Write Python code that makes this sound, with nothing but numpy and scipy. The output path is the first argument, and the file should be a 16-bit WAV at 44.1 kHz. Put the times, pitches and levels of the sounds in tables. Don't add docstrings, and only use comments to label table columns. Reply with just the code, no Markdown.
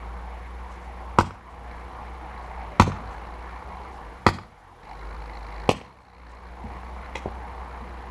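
import sys
import numpy as np
from scipy import signal
from scipy.io import wavfile
from scipy.ndimage import uniform_filter1d

SR = 44100
rng = np.random.default_rng(int(sys.argv[2]) if len(sys.argv) > 2 else 0)


def natural_amplitude(level_db):
    exponent = np.asarray(level_db, float) / 20
    return 10 ** exponent


def inscribe(sig):
    pcm = np.round(np.clip(np.atleast_2d(sig).T, -1, 1) * 32767)
    wavfile.write(sys.argv[1], SR, pcm.astype(np.int16))


N = 357210


def rms_one(x):
    return x / np.sqrt(np.mean(x ** 2) + 1e-20)


def in_time(rows):
    s, *columns = np.transpose(rows)
    return [np.interp(np.arange(N) / SR, s, c) for c in columns]


def drift(rate):
    r = np.exp(-80 * np.pi * rate / SR)
    white = rng.standard_normal(N // 40 + 2002)
    slow = signal.lfilter([1], [1, -2 * r, r * r], white)[2000:]
    return np.interp(np.arange(N) / 40, np.arange(len(slow)), rms_one(slow))


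def band(x, low_hz, high_hz):
    edges = [low_hz, min(high_hz, .45 * SR)]
    return signal.sosfilt(signal.butter(2, edges, "band", fs=SR, output="sos"), x)


def high_pass(x, hz):
    return signal.sosfilt(signal.butter(2, hz, "high", fs=SR, output="sos"), x)


def ring(clicks, hz, t60):
    r = natural_amplitude(-60 / (t60 * SR))
    w = 2 * np.pi * hz / SR
    return signal.lfilter([0, np.sin(w)], [1, -2 * r * np.cos(w), r * r], clicks + 1e-18)


def resonances(drive, rows):
    return sum(natural_amplitude(db) * rms_one(ring(drive, hz, np.log(1000) / np.pi / width)) for hz, width, db in rows)


def third_octaves(low_hz, count):
    edges = low_hz * 2 ** (np.arange(count + 1) / 3)
    return zip(edges, edges[1:], np.sqrt(edges[1:] * edges[:-1]))


def at_hz(points, hz, axis=1):
    return np.interp(np.log(hz), np.log(np.array(points)[:, 0]), np.array(points)[:, axis])


def coloured(spectrum, bands, patchy_db, pulse=0):
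    out = 0
    white = rng.standard_normal((2, N))
    together = drift(0.28)
    for k, (low, high, hz) in enumerate(bands):
        flicker_db = patchy_db * min(1, 2500 / hz) * (.5 * together + drift(8.1))
        gain = natural_amplitude(at_hz(spectrum, hz) + flicker_db)
        out = out + gain * band(white[k % 2], low, high) * (1 + pulse * min(hz / 1200, 1.3))
    return rms_one(out)


def field_air():
    # frequency in Hz, density in dB per Hz.
    hiss = [(3000, 5.5), (5000, -0.8), (8000, -6.5), (11000, -9), (14800, -3), (15600, -34)]
    return natural_amplitude(-63.5) * coloured(hiss, third_octaves(2800, count=8), patchy_db=.3)


def tractor():
    # time in seconds, firings per second, exhaust level in dB, load from 0 to 1.
    engine = [(0, 57, -37, 0.5), (.7, 60.4, -40, 0), (1.45, 60, -42, .45), (1.75, 58.6, -38.5, 0.57),
              (2.15, 61, -40.5, 0.47), (3.05, 55.6, -40, 0.72), (3.9, 63.6, -43.5, .6),
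              (4.08, 52, -43, 0.5), (4.2, 67, -51.5, 0.27), (4.74, 42, -54, 0.06), (4.815, 44, -51, .3),
              (4.84, 48.4, -43.5, 0.87), (5.16, 53.6, -38.5, 0.85), (5.65, 51.5, -37, 0.97),
              (5.9, 66, -55, .75), (6.2, 58, -41, 0.88), (6.9, 61.4, -40, 0.61), (8.1, 61, -41, .65)]
    # frequency in Hz, width in Hz, level in dB.
    pipe = [(354, 17, -25), (486.6, 29, -13.5)]
    # frequency in Hz, density in dB per Hz.
    roar_spectrum = [(25, 3), (42, 3), (75, 1.5), (120, -5), (260, -7.5), (400, -7), (490, -10),
                     (620, -6.5), (900, 3.5), (1250, -8), (1520, -9.5), (1750, -12), (2150, -11),
                     (3000, -30), (5000, -62)]
    # frequency in Hz, width in Hz, level in dB.
    valve_gear = [(2150, 340, 8.5), (3980, 64, -2.5), (4250, 270, 0.5)]
    # dB against the firing tone, dB gained for each dB it sinks.
    overtones = [(-25.5, 1.8), (-15.5, 0.83)]

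    rate, hum_db, load = in_time(engine)
    swing_db = hum_db + 41
    roar_db = -43 + 0.18 * swing_db + 3 * load
    tick_db = -79.5 + 27.5 * load
    depth = 0.035 + 0.14 * load
    orders_db = [0] + [db - gain * swing_db for db, gain in overtones]
    turn = 2 * np.pi * np.cumsum(rate + .5 * drift(5.3)) / SR
    hum = 0
    for order, db in enumerate(orders_db, 1):
        hum = hum + natural_amplitude(db + 1.7 * drift(5.8)) * np.sqrt(2) * np.sin(order * turn)

    pulse = np.clip(depth, 0, .7) * (np.cos(turn) + 0.8 * np.cos(turn / 2))
    roar = coloured(roar_spectrum, third_octaves(22.7, count=25), patchy_db=2.0, pulse=pulse)
    breath = rng.standard_normal(N) * (1 + pulse)
    roar = roar + resonances(breath, pipe)

    puffs = rng.standard_normal(N) * np.exp(2.0 * np.cos(turn)) * natural_amplitude(2.5 * drift(30))
    tick = rms_one(resonances(puffs, valve_gear))
    return natural_amplitude(hum_db) * hum + natural_amplitude(roar_db) * roar + natural_amplitude(tick_db) * tick


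def rustle():
    # centre in seconds, length in seconds, level in dB.
    rubs = [
        (0.725, .06, -62.5),
        (0.847, 0.049, -65),
        (2.455, .05, -67),
        (3.95, .05, -66),
        (5.385, .04, -69),
        (6.297, .006, -57),
        (6.316, 0.016, -58),
        (6.351, 0.0049, -60),
        (7.21, .04, -69),
    ]
    t = np.arange(N) / SR
    swell = sum(natural_amplitude(db) * np.exp(-.5 * ((t - s) / (length / 2)) ** 2) for s, length, db in rubs)
    grain = rng.standard_normal(N) * natural_amplitude(1.9 * drift(120))
    return swell * rms_one(band(grain, 2900, 8200))


def contacts():
    # start in seconds, pitch factor of the round, split from 0 to 1,
    # thud into the stump in dB, steel ring as the head stops in dB.
    swings = [
        (1.1854, 1.13, 0.16, -18.5, -20),
        (2.7971, 1.14, 0, -12, -12.5),
        (4.2642, 1.182, 0.32, -17.5, -14),
        (5.6899, 0.81, 0.92, -27, -14),
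    ]
    # level in dB in whole wood, dB change when split,
    # tilt in dB per octave, tilt change when split.
    bite_rule = [(-17, 6, -8, 12.5), (-5, -4, 4, 6)]
    stop_rule = [(-19, 11.5, -7, 3.6), (-8, -2, -5, 7.5)]
    # start in seconds, pitch factor, thud in dB, body in dB, handle in dB.
    bumps = [
        (2.869, 0.96, -23, -30, -20),
        (2.876, .8, -25.5, -19.5, -30),
        (5.738, 1.05, -33, -41, -34),
        (6.662, 0.79, -41, -53, -60),
        (6.639, 0.98, -31.5, -61, -60),
        (7.258, 1.215, -33.5, -21.5, -32),
        (7.821, .8, -41.5, -55, -60),
    ]
    # start in seconds, pitch factor, body, handle and steel in dB.
    taps = [
        (7.1515, 1.13, -52, -38, -43),
        (7.1548, 1.032, -44, -23.5, -26.5),
        (7.1572, 1.13, -51, -24, -29),
    ]

    silent = (-80, 0)
    handle_tilt = 6.9
    rows = []
    for s, pitch, split, thud_db, steel_db in swings:
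        bite_db = -22.5 - 35 * split
        bite_wood, stop_wood = [
            [(db + split * more_db, tilt + split * more_tilt) for db, more_db, tilt, more_tilt in rule]
            for rule in (bite_rule, stop_rule)]
        rows.append((s, pitch, 0.73 - 0.44 * split / 2, bite_db - 5.5,
                     [(thud_db, 6.2), *bite_wood, (bite_db, 0)]))
        handle = (-8.5 - 10 * split, handle_tilt)
        rows.append((s + 0.002093, pitch ** 0.12, 0.81 - 0.44 * split, steel_db - 5.5,
                     [(thud_db, -1.8), *stop_wood, (steel_db, 0), handle]))
    for s, pitch, thud_db, body_db, handle_db in bumps:
        thud = (thud_db, -16.5 * (pitch - 1))
        rows.append((s, pitch, 0.6, silent[0],
                     [thud, (body_db, -1), silent, silent, (handle_db, handle_tilt)]))
    for s, pitch, body_db, handle_db, steel_db in taps:
        rows.append((s, pitch, 0.77, steel_db - 8.5,
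                     [silent, (body_db, 4), silent, (steel_db, 0), (handle_db, -2)]))
    return rows


def fibre_snap(length):
    t = np.arange(length) / SR
    envelope = .5 * t / 0.00014 * np.exp(-t / 0.00035) + 0.22 * np.exp(-t / 0.0057)
    grit = rng.standard_normal(length) * envelope
    grit[int(.0006 * SR)] += 1.5
    return signal.lfilter(*signal.butter(1, 2960, fs=SR), band(grit, 1200, 11900))


def axe():
    # frequency in Hz, level in dB, decay time t60 in seconds.
    thud = [(41.7, 1, 0.15), (91, 0, 0.38), (140.8, -4.5, 0.36), (176, 11.5, 0.04), (229.1, 12.5, 0.19)]
    body = [(320, 0.5, 0.064), (362, -0.5, 0.021), (441, 18.5, 0.0082), (624, 15, 0.021)]
    knock = [(756, -2, 0.0097), (812, 5, 0.022), (992, 9.5, 0.026), (1282, 9, 0.017), (1350, 6, 0.012)]
    head = [(2080, 9, 0.023), (2580, 10, 0.017), (3220, 6.5, 0.03)]
    handle = [(544, -5.5, 0.05), (1365, -8, .025), (957, 4.5, 0.034)]
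    push_s = [0.001, 0.00025, 0.00012, 0.000092]

    groups = (thud, body, knock, head, handle)
    pushes = [*push_s, .00015]
    out = np.zeros(N + SR)
    length = SR // 3
    t = np.arange(length) / SR
    for s, pitch, free, snap_db, levels in contacts():
        blow = np.zeros(length)
        for g, (modes, (level_db, tilt), contact) in enumerate(zip(groups, levels, pushes)):
            push = t * np.exp(-t / contact)
            shift = pitch if g in (1, 2) else 1
            for j, (hz, db, t60) in enumerate(modes):
                sign = (-1) ** (j + (g == 2))
                height = natural_amplitude(level_db + db + tilt * np.log2(hz / modes[2][0]))
                blow += sign * height * ring(push / push.sum(), hz * shift, t60 * free)
        start = int(s * SR)
        out[start:start + length] += blow + natural_amplitude(snap_db + 20) * fibre_snap(length)
    return high_pass(out[:N], 55)


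def field(x):
    # delay in seconds, level in dB, low cut in Hz, high cut in Hz, smear in seconds.
    echoes = [(.0075, -10, 300, 3900, 0.0012), (0.014, -11, 4540, 17000, 0.000018),
              (0.012, -8, 5100, 5500, 0.0014), (.0210, -13, 133, 3400, 0.000013),
              (0.021, -9.5, 1760, 25000, 0.0017), (0.02, -20, 830, 11000, 0.011),
              (0.0419, -24.5, 60, 2000, 0.00079), (0.046, -36, 380, 4000, 0.009),
              (0.06, -18.5, 2740, 10000, 0.014), (0.114, -27.5, 2200, 7100, 0.024),
              (0.3, -30, 5700, 19000, 0.021), (.051, -33, 510, 1700, 0.00028),
              (0.12, -25, 440, 4800, 0.00064), (0.099, -39, 880, 3000, 0.00042),
              (.167, -32, 1200, 2600, 0.0014), (0.029, -18, 4500, 14000, .003)]
    # frequency in Hz, level in dB, decay time t60 in seconds.
    scatter = [(100, -18, 0.76), (250, -7, 0.41), (500, -34, .2), (1010, -21, 0.42), (2930, -7.5, 0.25),
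               (7560, -8, 0.15), (13000, -23, 0.22)]

    t = np.arange(SR) / SR
    direct = 1. * (t == 0)
    shadow = 0.71
    response = (1 - shadow) * direct + shadow * signal.lfilter(*signal.butter(1, 4970, fs=SR), direct)
    for delay, db, low_hz, high_hz, smear in echoes:
        rough = smear / (smear + 0.000098)
        age = np.maximum(t - delay, 0) / smear
        cluster = (1 - rough + rough * rng.standard_normal(SR)) * age * np.exp(-age)
        response += natural_amplitude(db) * band(cluster / np.sqrt(np.sum(cluster ** 2)), low_hz, high_hz)
    white = rng.standard_normal((2, SR)) / np.sqrt(0.021 * SR)
    for k, (low, high, hz) in enumerate(third_octaves(39.5, count=26)):
        decay_db = at_hz(scatter, hz) - 60 * t / at_hz(scatter, hz, axis=2)
        fade = natural_amplitude(decay_db) * np.minimum(t / 0.0014, 1)
        response += band(white[k % 2], low, high) * fade
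    return signal.fftconvolve(x, response)[:N]


def scene():
    return (field(axe()) + tractor() + field_air() + rustle())[None]


def whine():
    frames = np.arange(N) / SR * 24000 / 1001
    phase = frames % 1
    gate = uniform_filter1d(1. * (phase > .055) * (phase < .53), size=40)
    step = natural_amplitude(-2.0 * (phase > .26))
    return natural_amplitude(-68.5) * gate * step * np.cos(2 * np.pi * 445 * frames)


def ducking():
    # start in seconds, depth in dB.
    ducks = [
        (1.25, 5),
        (2.85, -1.5),
        (4.36, 7),
        (5.72, 10.5),
    ]
    sink_db_per_s, recover_db_per_s = 34, 15
    t = np.arange(N) / SR
    total_db = 0
    for s, db in ducks:
        sunk = db / sink_db_per_s
        total_db = total_db + np.interp(t - s, [0, sunk, sunk + db / recover_db_per_s], [0, db, 0])
    return -total_db


def low_pass(x):
    return signal.sosfilt(signal.butter(12, 16270, fs=SR, output="sos"), x)


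def record(dry):
    capsule = signal.sosfilt(signal.butter(2, [32, 9440], "band", fs=SR, output="sos"), dry)
    x = np.clip((capsule + whine()) * natural_amplitude(ducking()), -.99, .99)
    mix = signal.sosfilt(signal.cheby2(12, 60, 17600, fs=SR, output="sos"), x)
    return low_pass(mix)


dry = scene()
out = record(dry)
inscribe(out)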